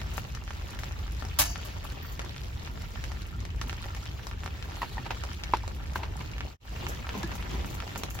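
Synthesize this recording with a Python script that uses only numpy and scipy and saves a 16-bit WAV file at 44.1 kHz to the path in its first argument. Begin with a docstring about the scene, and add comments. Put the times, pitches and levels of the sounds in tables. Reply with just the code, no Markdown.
"""Steady rain patters on a tarp, as damped swings of taut cloth over a broadband wash and bubble blips.
Filtered noise makes a low rumble; bursts of noise make a small wood fire tick and sizzle in a steel camp stove.
A steel bottle clanks on the stove as a sum of decaying modes, then scrapes through friction resonances.
Later hollow plastic gear knocks with its own modes as it is put down, and a jacket rustles as shaped noise.
The level dips briefly near the end."""
import sys
import numpy as np
from scipy import signal
from scipy.fft import rfft, irfft, next_fast_len
from scipy.io import wavfile
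from scipy.ndimage import uniform_filter1d, map_coordinates

SR = 44100
rng = np.random.default_rng(int(sys.argv[2]) if len(sys.argv) > 2 else 0)


def store_pcm(level_fs):
    """Save levels as 16-bit WAV."""
    pcm = np.round(np.clip(level_fs, -1, 1) * 32767).astype(np.int16)
    wavfile.write(sys.argv[1], SR, np.atleast_2d(pcm).T)


N = 361619

# relative noise spectrum of plastic scuffing on the ground: freq_hz, density_db (per Hz)
SCUFF_SPECTRUM = [(300, 3), (1000, 5.5), (2800, -0.5), (4500, -6.5), (8000, -21), (16000, -31.5)]


def amp(db):
    """Level law: decibels to an amplitude factor."""
    return 10 ** (np.asarray(db) / 20)


def unit(x):
    """Power normalisation: x scaled to rms 1."""
    return x / np.sqrt(np.mean(x ** 2) + 1e-20)


def along(points, hz):
    """Interpolation of (frequency, value) points on a logarithmic frequency axis."""
    point_hz, value = np.transpose(points)
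    return np.interp(np.log(hz + 1), np.log(point_hz), value)


def curves(rows):
    """Linear interpolation in time: one value per sample for each column after the time."""
    s, *columns = np.transpose(rows)
    return [np.interp(np.arange(N) / SR, s, column) for column in columns]


def wobble(rate):
    """Band-limited random modulation: a smooth curve through rate random knots a second."""
    knots = rng.standard_normal(int(N * rate / SR) + 4)
    return map_coordinates(knots, [np.arange(N) * rate / SR])


def filtered(x, response):
    """Linear filtering: the spectrum of x times a response of frequency."""
    n = x.shape[-1]
    m = next_fast_len(n + 4096)
    return irfft(rfft(x, m) * response(np.fft.rfftfreq(m, 1 / SR)), m)[..., :n]


def noise(spectrum, size):
    """Diffuse-field coherence: coloured stereo noise of rms 1, nearly mono in the bass."""
    # correlation of left and right: freq_hz, likeness (-1 to 1)
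    likeness = [(50, 1), (130, 0.87), (300, 0.63), (700, -0.18), (1500, 0.56), (4000, 0.46)]

    def response(hz):
        turn = np.arccos(np.clip(along(likeness, hz), -1, 1)) / 2  # shares power between mid and side
        return amp(along(spectrum, hz)) * [np.cos(turn), np.sin(turn)]

    mid, side = filtered(rng.standard_normal((2, size)), response)
    return unit(np.array([mid + side, mid - side]))


def fade(t, t60):
    """Exponential damping: a decay of 60 dB in t60 seconds."""
    return np.exp(-np.log(1000) * t / t60)


def ring(modes, t):
    """Modal superposition: damped modes, struck at slightly random strengths and at random phases."""
    return sum(amp(db + rng.standard_normal()) * fade(t, t60)
               * np.sin(2 * np.pi * (hz * t + rng.random())) for hz, db, t60 in modes)


def add(track, s, sound):
    """Linear superposition: mix a sound into a stereo track at time s."""
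    part = track[:, max(round(s * SR), 0):][:, :sound.shape[-1]]
    part += sound[..., :part.shape[1]]


def strokes(rows):
    """Speed of a rubbing movement (s, length s, dB): the gain rises and falls in a smooth bell."""
    t = np.arange(N) / SR
    return sum(amp(db) * np.exp(-(2 * (t - s) / length) ** 2) for s, length, db in rows)


def patchy(x, depth_db):
    """Time-frequency modulation: stereo sound at rms 1 whose colour shifts in small random patches."""
    z = signal.stft(x, nperseg=256)[2]
    field = rng.standard_normal(z.shape[1:])
    field = uniform_filter1d(field, size=4, axis=0)
    field = uniform_filter1d(field, size=7, axis=1)
    shifted = z * amp(depth_db * unit(field))
    return unit(signal.istft(shifted, nperseg=256)[1][:, :x.shape[1]])


def taps(s, db, hz, pan_db, cycles, spread_s):
    """Damped membrane: a drop dents taut cloth, which swings about once and reaches each microphone at a lag."""
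    steps = np.arange(256)
    lag = spread_s * rng.uniform(-1.022, 1, len(s))
    place = (np.round(s * SR).astype(int)[:, None] + steps).ravel().clip(0)
    pair = []
    for side in (1, -1):
        delay = (spread_s + side * lag[:, None]) / 2
        phase = np.maximum(steps / SR - delay, 0) * hz[:, None]
        dent = np.sin(np.pi * phase) ** 2 * np.exp(-phase / cycles)
        swing = np.gradient(dent, axis=1)  # the air follows the speed of the cloth
        swing /= np.abs(swing).max(axis=1, keepdims=True)
        level = amp(db + side * pan_db / 2)[:, None]
        pair.append(np.bincount(place, (level * swing).ravel(), N)[:N])
    return np.array(pair)


def patter(per_s, centre_hz, octaves, size_db):
    """Random arrivals: countless small taps of random place, pitch and size, at rms 1."""
    u = rng.random((int(per_s * N / SR), 3))
    hz = np.clip(centre_hz * 2 ** (octaves * rng.standard_normal(len(u))), 500, 12000)
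    size = np.minimum(-np.log(1 - u[:, 1]), 3.2)  # exponential spread of sizes
    pan_db = 4 * (2 * u[:, 2] - 1)
    return unit(taps(u[:, 0] * N / SR, size_db * size, hz, pan_db, cycles=0.69, spread_s=0.000394))


def drips():
    """Bubble resonance: drops into shallow water leave tiny bubbles, short blips of rising pitch, at rms 1."""
    per_s, middle_hz, spread_octaves = 55, 1950, 0.493
    life_cycles, rise_per_s, size_db = 3.3, 4, 2.5  # the pitch rises by this share of itself a second
    out, t = np.zeros((2, N)), np.arange(SR // 40) / SR
    for when, pitch, size, place in rng.random((int(per_s * N / SR), 4)):
        hz = middle_hz * 2 ** (spread_octaves * np.arctanh(0.98 * (2 * pitch - 1)))
        turns = hz * t * (1 + rise_per_s * t / 2)
        life = (1 - np.exp(-turns)) * np.exp(-turns / life_cycles)
        lag = np.array([[1], [-1]]) * (place - 0.5) * 0.5  # cycles, opposite at the two microphones
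        level = amp(size_db * min(-np.log(1 - size), 3))
        add(out, when * N / SR, level * life * np.sin(2 * np.pi * (turns + lag)))
    return unit(out)


def shelter(x, echo_s, echo_db, tail_db, t60):
    """Early reflections: ground and windscreen return a quick echo and a short scatter."""
    t = np.arange(SR // 8) / SR
    tail = rng.standard_normal((2, len(t))) * fade(t, t60)
    answer = amp(tail_db) * tail / np.linalg.norm(tail[0])
    answer[:, 0] += 1  # the direct sound
    answer[:, round(echo_s * SR)] += amp(echo_db)
    return signal.fftconvolve(x, answer, axes=1)[:, :N]


def rain():
    """Summed random impacts: a far wash, splashes and drips on the ground, and drops of all sizes on the tarp."""
    # the shower eases and picks up again: time_s, level_db (before the offset of each layer)
    rain_course = [(0, -49), (0.6, -51), (1.7, -49), (2.15, -50.5), (2.45, -52), (3.1, -50.5), (3.5, -54),
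                   (3.75, -49), (4.25, -52), (4.9, -50), (5.6, -50.5), (6.25, -52.5), (6.75, -46.5),
                   (7.0, -47), (8.2, -48.5)]
    # relative spectrum of the far wash: freq_hz, density_db (per Hz)
    wash_spectrum = [(60, -15), (200, -7), (450, 5.5), (900, 2), (1700, -5), (3000, -2), (5000, -7.5),
                     (7500, -10.5), (11000, -21), (16000, -17.5)]
    # big drops just overhead: start_s, peak_db, pitch_hz, left_minus_right_db
    big_drops = [(0.016, -26.5, 1930, -2), (0.180, -19.5, 1120, 4), (0.478, -28, 1580, -3),
                 (0.507, -28, 1250, -8), (0.75, -34, 2300, 1), (0.835, -26.5, 1420, 8),
                 (0.911, -31.5, 1150, 0), (1.079, -32, 1500, 0), (1.224, -27.5, 940, 10),
                 (1.251, -29.5, 986, 5.5), (1.558, -23, 1620, 4), (2.194, -25, 1690, 0),
                 (2.364, -28.5, 2090, 3), (2.675, -27, 1590, 0), (2.776, -33.5, 1200, 2),
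                 (2.958, -29.5, 1200, 0), (3.040, -31, 2700, 3), (3.118, -32, 1100, 1.5),
                 (3.615, -21.5, 1540, -1), (3.696, -21, 1910, -3), (3.729, -26, 1370, -5),
                 (3.842, -29.5, 1800, -2.5), (3.949, -29, 1500, -1), (4.195, -33.5, 1300, -4),
                 (4.269, -35, 1020, 11), (4.313, -28, 1580, -1), (4.435, -27, 1460, -1.5),
                 (4.461, -25, 1290, -1), (4.477, -27, 1350, 0), (4.626, -25.5, 2537, 4),
                 (4.720, -31, 1310, -1), (5.237, -27.5, 1300, -8), (5.316, -29.5, 1450, 0),
                 (5.437, -19, 3500, 1), (6.382, -27, 1850, 0), (6.407, -21, 1720, -2),
                 (6.867, -21, 1800, -1), (7.069, -26, 1280, 0), (7.092, -21, 1920, 1),
                 (7.426, -26, 1916, 2.5), (7.646, -27, 1340, 2), (7.803, -22.5, 2070, 2),
                 (7.824, -27.5, 1250, -6), (7.878, -27.5, 2000, 0), (7.959, -21.5, 1130, -3),
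                 (8.035, -29, 900, 4), (8.108, -28.5, 2000, 0), (8.19, -24, 2100, 1)]
    flutter_db, flutters_per_s = 0.5, 9  # chance swells of the whole shower
    rain_db = curves(rain_course)[0] + flutter_db * wobble(flutters_per_s)

    wash_db = rain_db - 4.4 + 2.2 * wobble(14)
    wash = amp(wash_db) * patchy(noise(wash_spectrum, N), depth_db=3.0)
    splash_db = rain_db - 9.0 + 4.0 * wobble(14)
    splashes = patter(per_s=650, centre_hz=3850, octaves=0.52, size_db=5.0)
    splash = amp(splash_db) * patchy(splashes, depth_db=2.5)

    small_drops = patter(per_s=420, centre_hz=2130, octaves=0.73, size_db=5.5)
    small = amp(rain_db - 7.0) * patchy(small_drops, depth_db=2.5)
    medium_drops = patter(per_s=30, centre_hz=1710, octaves=0.44, size_db=0.5)
    medium = amp(rain_db - 9) * patchy(medium_drops, depth_db=3.5)
    blips = amp(rain_db - 11) * drips()
    big = taps(*np.transpose(big_drops), cycles=0.23, spread_s=0.00014)
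    near = small + medium + big + blips
    return wash + splash + shelter(near, echo_s=0.0051, echo_db=-11.0, tail_db=-3.5, t60=0.077)


def rumble():
    """Low-frequency noise: the rumble of the outdoors, swaying by chance around its slow course."""
    # slow course of the rumble: time_s, level_db
    rumble_course = [(0, -36), (0.45, -40.5), (1.0, -37.5), (1.9, -39), (3.7, -37.5), (4.1, -40.5),
                     (5.1, -39.5), (5.8, -37.5), (6.9, -40), (7.6, -37), (7.87, -42), (8.2, -37)]
    # relative spectrum of the rumble: freq_hz, density_db (per Hz)
    rumble_spectrum = [(15, -21), (28, -32), (42, -7), (55, -1), (70, -3), (95, -6.5), (130, -14.5),
                       (200, -24.5), (350, -32), (900, -68)]
    sway_db, sways_per_s = 0.5, 8
    level_db = curves(rumble_course)[0] + sway_db * wobble(sways_per_s)
    return amp(level_db) * noise(rumble_spectrum, N)


def fire():
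    """Impulsive and turbulent noise: wood splits in tiny snaps, and moisture escapes in short sizzles."""
    # dry snaps of burning wood: start_s, level_db, tilt_db_per_octave
    snap_rows = [(0.350, -35, 1.5), (0.507, -36, -1), (0.79, -32.5, -1.5), (0.835, -39, -1),
                 (0.922, -40, 0.5), (1.251, -39, 2.5), (2.194, -29, -0.5), (2.217, -36, -0.5),
                 (2.248, -37.5, 0), (2.66, -39, 0.5), (2.82, -41, 2), (3.040, -31, 0), (3.118, -39, 1),
                 (3.22, -40.5, 1), (3.452, -33, -1), (3.614, -28, 0.5), (3.696, -36, -1),
                 (3.728, -37, -0.5), (3.949, -38.5, 0), (3.965, -41.5, 1.5), (4.269, -32.5, 0),
                 (4.461, -33, -0.5), (5.237, -31, 0), (5.57, -35.5, 1), (5.678, -30.5, -1), (5.935, -42, 4),
                 (6.867, -38, -1), (7.231, -30, 1), (7.959, -37, 0.5), (8.035, -26.5, 0.5)]
    # relative spectrum of splitting wood before the tilt: freq_hz, density_db (per Hz)
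    snap_spectrum = [(300, 11), (1200, 13.5), (3000, 7), (6000, 5.5), (10000, -4.5), (16000, -23)]
    # short sizzles: start_s, level_db
    sizzle_rows = [(0.136, -47.5), (0.170, -41.5), (0.791, -50), (1.5, -46), (2.121, -49.5), (3.678, -50),
                   (4.815, -48.5), (5.954, -45.5), (6.885, -41), (7.175, -47), (7.35, -45.5),
                   (7.658, -46.5), (7.701, -47.5), (7.742, -46.5), (7.976, -39.5), (8.035, -53),
                   (8.101, -43), (8.145, -45.5)]
    # relative spectrum of escaping steam: freq_hz, density_db (per Hz)
    steam_spectrum = [(500, -48), (3000, -18), (6500, 6), (11000, -1), (14500, -3), (16000, -0.5)]
    attack_s, sizzle_t60_s = 0.00045, 0.13
    snaps, sizzles, t = np.zeros((2, N)), np.zeros((2, N)), np.arange(SR // 4) / SR
    for s, db, tilt_db in snap_rows:
        colour = [(hz, level + tilt_db * np.log2(hz)) for hz, level in snap_spectrum]
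        add(snaps, s, amp(db) * fade(t, 0.011) * noise(colour, len(t)))
    puff = (1 - np.exp(-t / attack_s)) * fade(t, sizzle_t60_s)
    for s, db in sizzle_rows:
        add(sizzles, s, amp(db) * puff * noise(steam_spectrum, len(t)))
    embers = amp(-64.5) * patter(per_s=37, centre_hz=5700, octaves=0.99, size_db=4)
    return sizzles + shelter(snaps + embers, echo_s=0.0033, echo_db=-12.0, tail_db=-3.0, t60=0.14)


def rustle():
    """Dry friction: heavy cloth rubs unevenly with each movement and its folds flick over."""
    # movements of the jacket: centre_s, length_s, peak_db
    moves = [(3.67, 0.047, -45.5), (4.9, 0.53, -52), (6.2, 1, -51.5), (6.83, 0.15, -43.5),
             (6.99, 0.07, -49.5), (7.17, 0.1, -37), (7.34, 0.25, -43), (7.58, 0.24, -41.5),
             (7.77, 0.13, -49), (8.0, 0.17, -43.5)]
    # relative spectrum of rubbing cloth: freq_hz, density_db (per Hz)
    cloth_spectrum = [(40, -28), (110, 5.5), (190, 5.5), (270, -1), (370, -0.5), (550, -12), (950, -8),
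                      (1400, -22), (2000, -16), (6000, -29.5), (16000, -45.5)]
    rest_db = -54  # the jacket is never quite still
    unevenness_db = 1.7 * wobble(60) + 0.8 * wobble(13)
    rub = patchy(amp(unevenness_db) * noise(cloth_spectrum, N), depth_db=2.5)
    folds = amp(-14) * patter(per_s=160, centre_hz=870, octaves=0.71, size_db=0.5)
    return np.hypot(amp(rest_db), strokes(moves)) * (rub + folds)


def clank():
    """Plate vibration: the bottle chatters on sheet steel; many fine partials die fast and a few ring on."""
    # the bottle lands on the stove and is nudged into place: start_s, level_db, hardness_db
    contacts = [(1.387, -16.5, 0), (1.647, -33.5, -11), (1.838, -34.5, -12.5)]
    # modes of bottle and stove together: freq_hz, level_db, t60_s
    steel_modes = [(302, -5, 0.22), (602, 4, 0.13), (690, -10.5, 0.47), (851, 2.5, 0.11), (1150, 7, 0.092),
                   (1576, 2.5, 0.1), (1740, -6, 0.29), (2700, -13, 0.43), (2961, -15, 0.55),
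                   (3967, -17, 0.36), (4442, -21, 0.7), (4560, -18.5, 1.35), (4900, -14, 0.35),
                   (5000, -18, 0.75), (5270, -10, 0.46), (5728, -20, 0.73), (6052, -21, 0.6),
                   (6300, -9.5, 0.63), (6350, -10, 0.56), (7068, -24, 0.9), (8140, -4.5, 0.24),
                   (11000, -1, 0.14)]
    # relative spectrum of the chatter: freq_hz, density_db (per Hz)
    crash_spectrum = [(100, -21), (300, -26), (800, 7.5), (2500, 1), (5000, 0), (8000, 4.5), (11000, -1),
                      (16000, -13.5)]
    hard_above_hz = 4500
    shimmer_db, shimmers_per_s = 2.5, 33.4  # the held bottle rocks, so its ring is uneven
    out, t = np.zeros((2, N)), np.arange(SR) / SR
    short = t[:SR // 3]

    # a thin plate spreads its modes about evenly over frequency
    partial_hz = np.linspace(2300, 15800, 120) + rng.uniform(-55, 55, 120)
    count = len(partial_hz)
    partial_t60 = rng.uniform(0.088, 0.19, (count, 1)) * (partial_hz[:, None] / 8000) ** -0.2
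    partials = np.exp(2j * np.pi * partial_hz[:, None] * short) * fade(short, partial_t60)

    for s, db, hard_db in contacts:
        modes = [(hz, level + hard_db * min(hz / hard_above_hz, 1), t60) for hz, level, t60 in steel_modes]
        strengths = unit(rng.uniform(0.29, 1, (2, count)))
        strengths = strengths * np.exp(2j * np.pi * rng.random((2, count)))  # random phases
        clatter = amp(hard_db - 1.5) * (strengths @ partials).real / np.sqrt(count / 2)
        flutter = amp(4.1 * wobble(270)[:len(t)])
        chatter = amp(hard_db - 6.5) * flutter * fade(t, 0.23) * noise(crash_spectrum, len(t))
        shimmer = amp(shimmer_db * wobble(shimmers_per_s)[:len(t)])
        middle = shimmer * amp(-16) * ring(modes, t)
        side = shimmer * amp(-18) * ring(modes, t)
        blow = chatter + np.array([middle + side, middle - side])
        add(blow, 0, clatter)
        add(out, s, amp(db) * (1 - np.exp(-t / 0.0035)) * blow)
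    return out


def scrape():
    """Friction-driven resonance: each twist excites a few resonances of the steel, and one mode sings on."""
    # the bottle is turned on the stove in short twists: centre_s, length_s, peak_db
    twists = [(2.047, 0.069, -53), (2.125, 0.065, -52)]
    # resonances of steel sliding on steel: freq_hz, width_hz, level_db
    squeaks = [(1200, 200, -10), (1840, 150, 0), (3141, 120, -6), (4900, 500, -20), (14300, 600, -7)]
    sing_at_s, sing_length_s, sing_hz, sing_db = 2.09, 0.12, 4576, -60.5
    friction = amp(4.5 * wobble(97)) * rng.standard_normal((2, N))

    def steel(f):
        return sum(amp(db) * 1j * f * width / (hz * hz - f * f + 1j * f * width)
                   for hz, width, db in squeaks)

    tone = np.sin(2 * np.pi * sing_hz * np.arange(N) / SR)
    sing = strokes([(sing_at_s, sing_length_s, sing_db)]) * tone
    return strokes(twists) * unit(filtered(friction, steel)) + sing


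def thuds():
    """Heavy damping: a padded blow gives one dull, quickly damped tone."""
    # soft thuds of the sleeve against the tray: start_s, level_db, pitch_hz
    thud_rows = [(3.655, -35.5, 250), (6.835, -36, 350), (7.148, -35, 415), (7.172, -27, 202),
                 (7.236, -29, 337), (7.24, -28.5, 185), (7.54, -33.5, 387)]
    attack_s, t60_s = 0.0039, 0.1
    out, t = np.zeros((2, N)), np.arange(SR // 6) / SR
    for s, db, hz in thud_rows:
        envelope = (1 - np.exp(-t / attack_s)) * fade(t, t60_s)
        add(out, s, amp(db) * envelope * np.sin(2 * np.pi * hz * t))
    return out


def hollow(t, tuning):
    """Impulse response of the plastic body: after one push all its modes start together."""
    # modes of the hollow plastic: freq_hz (before tuning), level_db, t60_s
    plastic_modes = [(352, -18.5, 0.038), (448, -19, 0.037), (695, -20.5, 0.043), (861, -11, 0.05),
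                     (950, -5, 0.037), (1006, -5.5, 0.026), (1190, -22, 0.036), (1560, -20, 0.03)]
    return sum(amp(db) * fade(t, t60) * np.sin(2 * np.pi * hz * tuning * t) for hz, db, t60 in plastic_modes)


def knocks():
    """Modal impact: hollow plastic and the struck wall ring; harder contacts add a bright clack and a scuff."""
    # knocks of plastic gear, tuned by the grip, each on a wall with its own tone:
    # start_s, level_db, brightness_db, tuning_factor, wall_hz, wall_db, wall_t60_s
    knock_rows = [(4.818, -25.5, -7, 1.07, 1910, -1, 0.026), (4.829, -22, -13.5, 1, 1300, -7, 0.035),
                  (4.97, -35, -14, 0.95, 1870, -14, 0.04), (4.98, -29, -11, 0.92, 1860, 0, 0.028),
                  (5.106, -28, -0.5, 0.95, 2710, -1.5, 0.025),
                  (5.536, -10, -16.5, 1.005, 2240, -18.5, 0.035),
                  (5.638, -34.5, -25, 0.94, 1700, -21, 0.03), (5.957, -24, -7.5, 1.03, 1580, 4, 0.015),
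                  (6.032, -35, -1.5, 0.99, 2250, 3, 0.02), (6.157, -38.5, -20, 0.9, 1700, -15, 0.03),
                  (6.207, -38.5, 0.5, 1.05, 2250, 0, 0.03), (7.142, -39, -2, 0.95, 1040, -2, 0.15),
                  (7.169, -42, -10, 0.95, 1800, -10, 0.05), (7.233, -32.5, -15, 0.99, 1690, -5, 0.095),
                  (7.316, -37, 1, 0.97, 1018, -14, 0.06)]
    # brighter modes of the plastic, before tuning: freq_hz, level_db, t60_s
    clack_modes = [(1740, -5, 0.012), (2250, -8, 0.025), (2700, 2, 0.029), (3200, -10, 0.03),
                   (4030, -1, 0.017)]
    attack_s = 0.001
    out, t = np.zeros((2, N)), np.arange(SR // 6) / SR
    for s, db, bright_db, tuning, wall_hz, wall_db, wall_t60 in knock_rows:
        body = amp(3.0) * hollow(t, tuning) + ring([(wall_hz, wall_db, wall_t60)], t)
        clack_pair = np.array([ring(clack_modes, t * tuning), ring(clack_modes, t * tuning)])
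        clack = amp(bright_db - 4.5) * clack_pair
        grit = unit(amp(3.0 * wobble(500)[:len(t)]) * noise(SCUFF_SPECTRUM, len(t)))
        scuff = amp(bright_db - 3.0) * fade(t, 0.11) * grit
        add(out, s, amp(db) * (1 - np.exp(-t / attack_s)) * (body + clack + scuff))
    return out


def pouch():
    """Sliding friction: a plastic pouch slides once along the ground, with an uneven hiss."""
    # relative spectrum of the hiss: freq_hz, density_db (per Hz)
    film_spectrum = [(700, -25), (2000, -14), (3300, -10), (4350, -5), (5000, -23.5), (10000, -20),
                     (13000, -27)]
    centre_s, length_s, level_db = 4.876, 0.31, -54
    return strokes([(centre_s, length_s, level_db)]) * amp(3.1 * wobble(45)) * noise(film_spectrum, N)


def drags():
    """Sustained excitation: friction on the ground keeps the hollow plastic humming under a gritty hiss."""
    # the plastic gear scuffs over the ground: centre_s, length_s, peak_db, grit_db
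    drag_rows = [(5.066, 0.023, -43.5, 5), (6.002, 0.04, -44, -8), (6.043, 0.06, -49, 0.5)]
    body = hollow(np.arange(SR // 6) / SR, 0.97)
    hum = unit(signal.fftconvolve(rng.standard_normal(N), body)[:N])
    grit = unit(amp(2.8 * wobble(300)) * noise(SCUFF_SPECTRUM, N))
    return sum(strokes([(s, length, db)]) * (hum + amp(grit_db) * grit) for s, length, db, grit_db in drag_rows)


def dip():
    """Gain envelope: the level fades out, stays near silence for a moment and fades back in."""
    start_s, hold_s, floor_db = 6.572, 0.026, -48
    fall_s, rise_s = 0.125, 0.155
    t = np.arange(N) / SR - start_s  # zero where the hold begins
    return np.clip(np.maximum(-t / fall_s, (t - hold_s) / rise_s), amp(floor_db), 1)


def scene():
    """Superposition of everything under the tarp, over the low rumble of the outdoors."""
    weather = rain() + rumble()
    stove = fire() + clank()
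    gear = knocks() + drags() + thuds() + rustle() + pouch()
    return weather + stove + gear + scrape()


def record(dry):
    """Mid-side response: the microphone pair colours sum and difference; the level dips; the band is limited."""
    # opposite phase dominates near 9 kHz, equal phase above 12 kHz
    # response to the sum of left and right: freq_hz, gain_db
    mid_gain = [(3000, 2), (5000, 3), (7600, 0.5), (9000, -19.5), (10500, 0.5), (12000, 5), (15000, 5)]
    # response to their difference: freq_hz, gain_db
    side_gain = [(2500, 3.5), (4500, 3), (8500, 7), (11000, 9), (12500, -1), (14000, -24)]
    top_hz = 15900
    left, right = dry
    mid = filtered((left + right) / 2, lambda hz: amp(along(mid_gain, hz)))
    side = filtered((left - right) / 2, lambda hz: amp(along(side_gain, hz)))
    pair = np.array([mid + side, mid - side])
    return filtered(dip() * pair, lambda hz: hz < top_hz)


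dry = scene()
out = record(dry)
store_pcm(out)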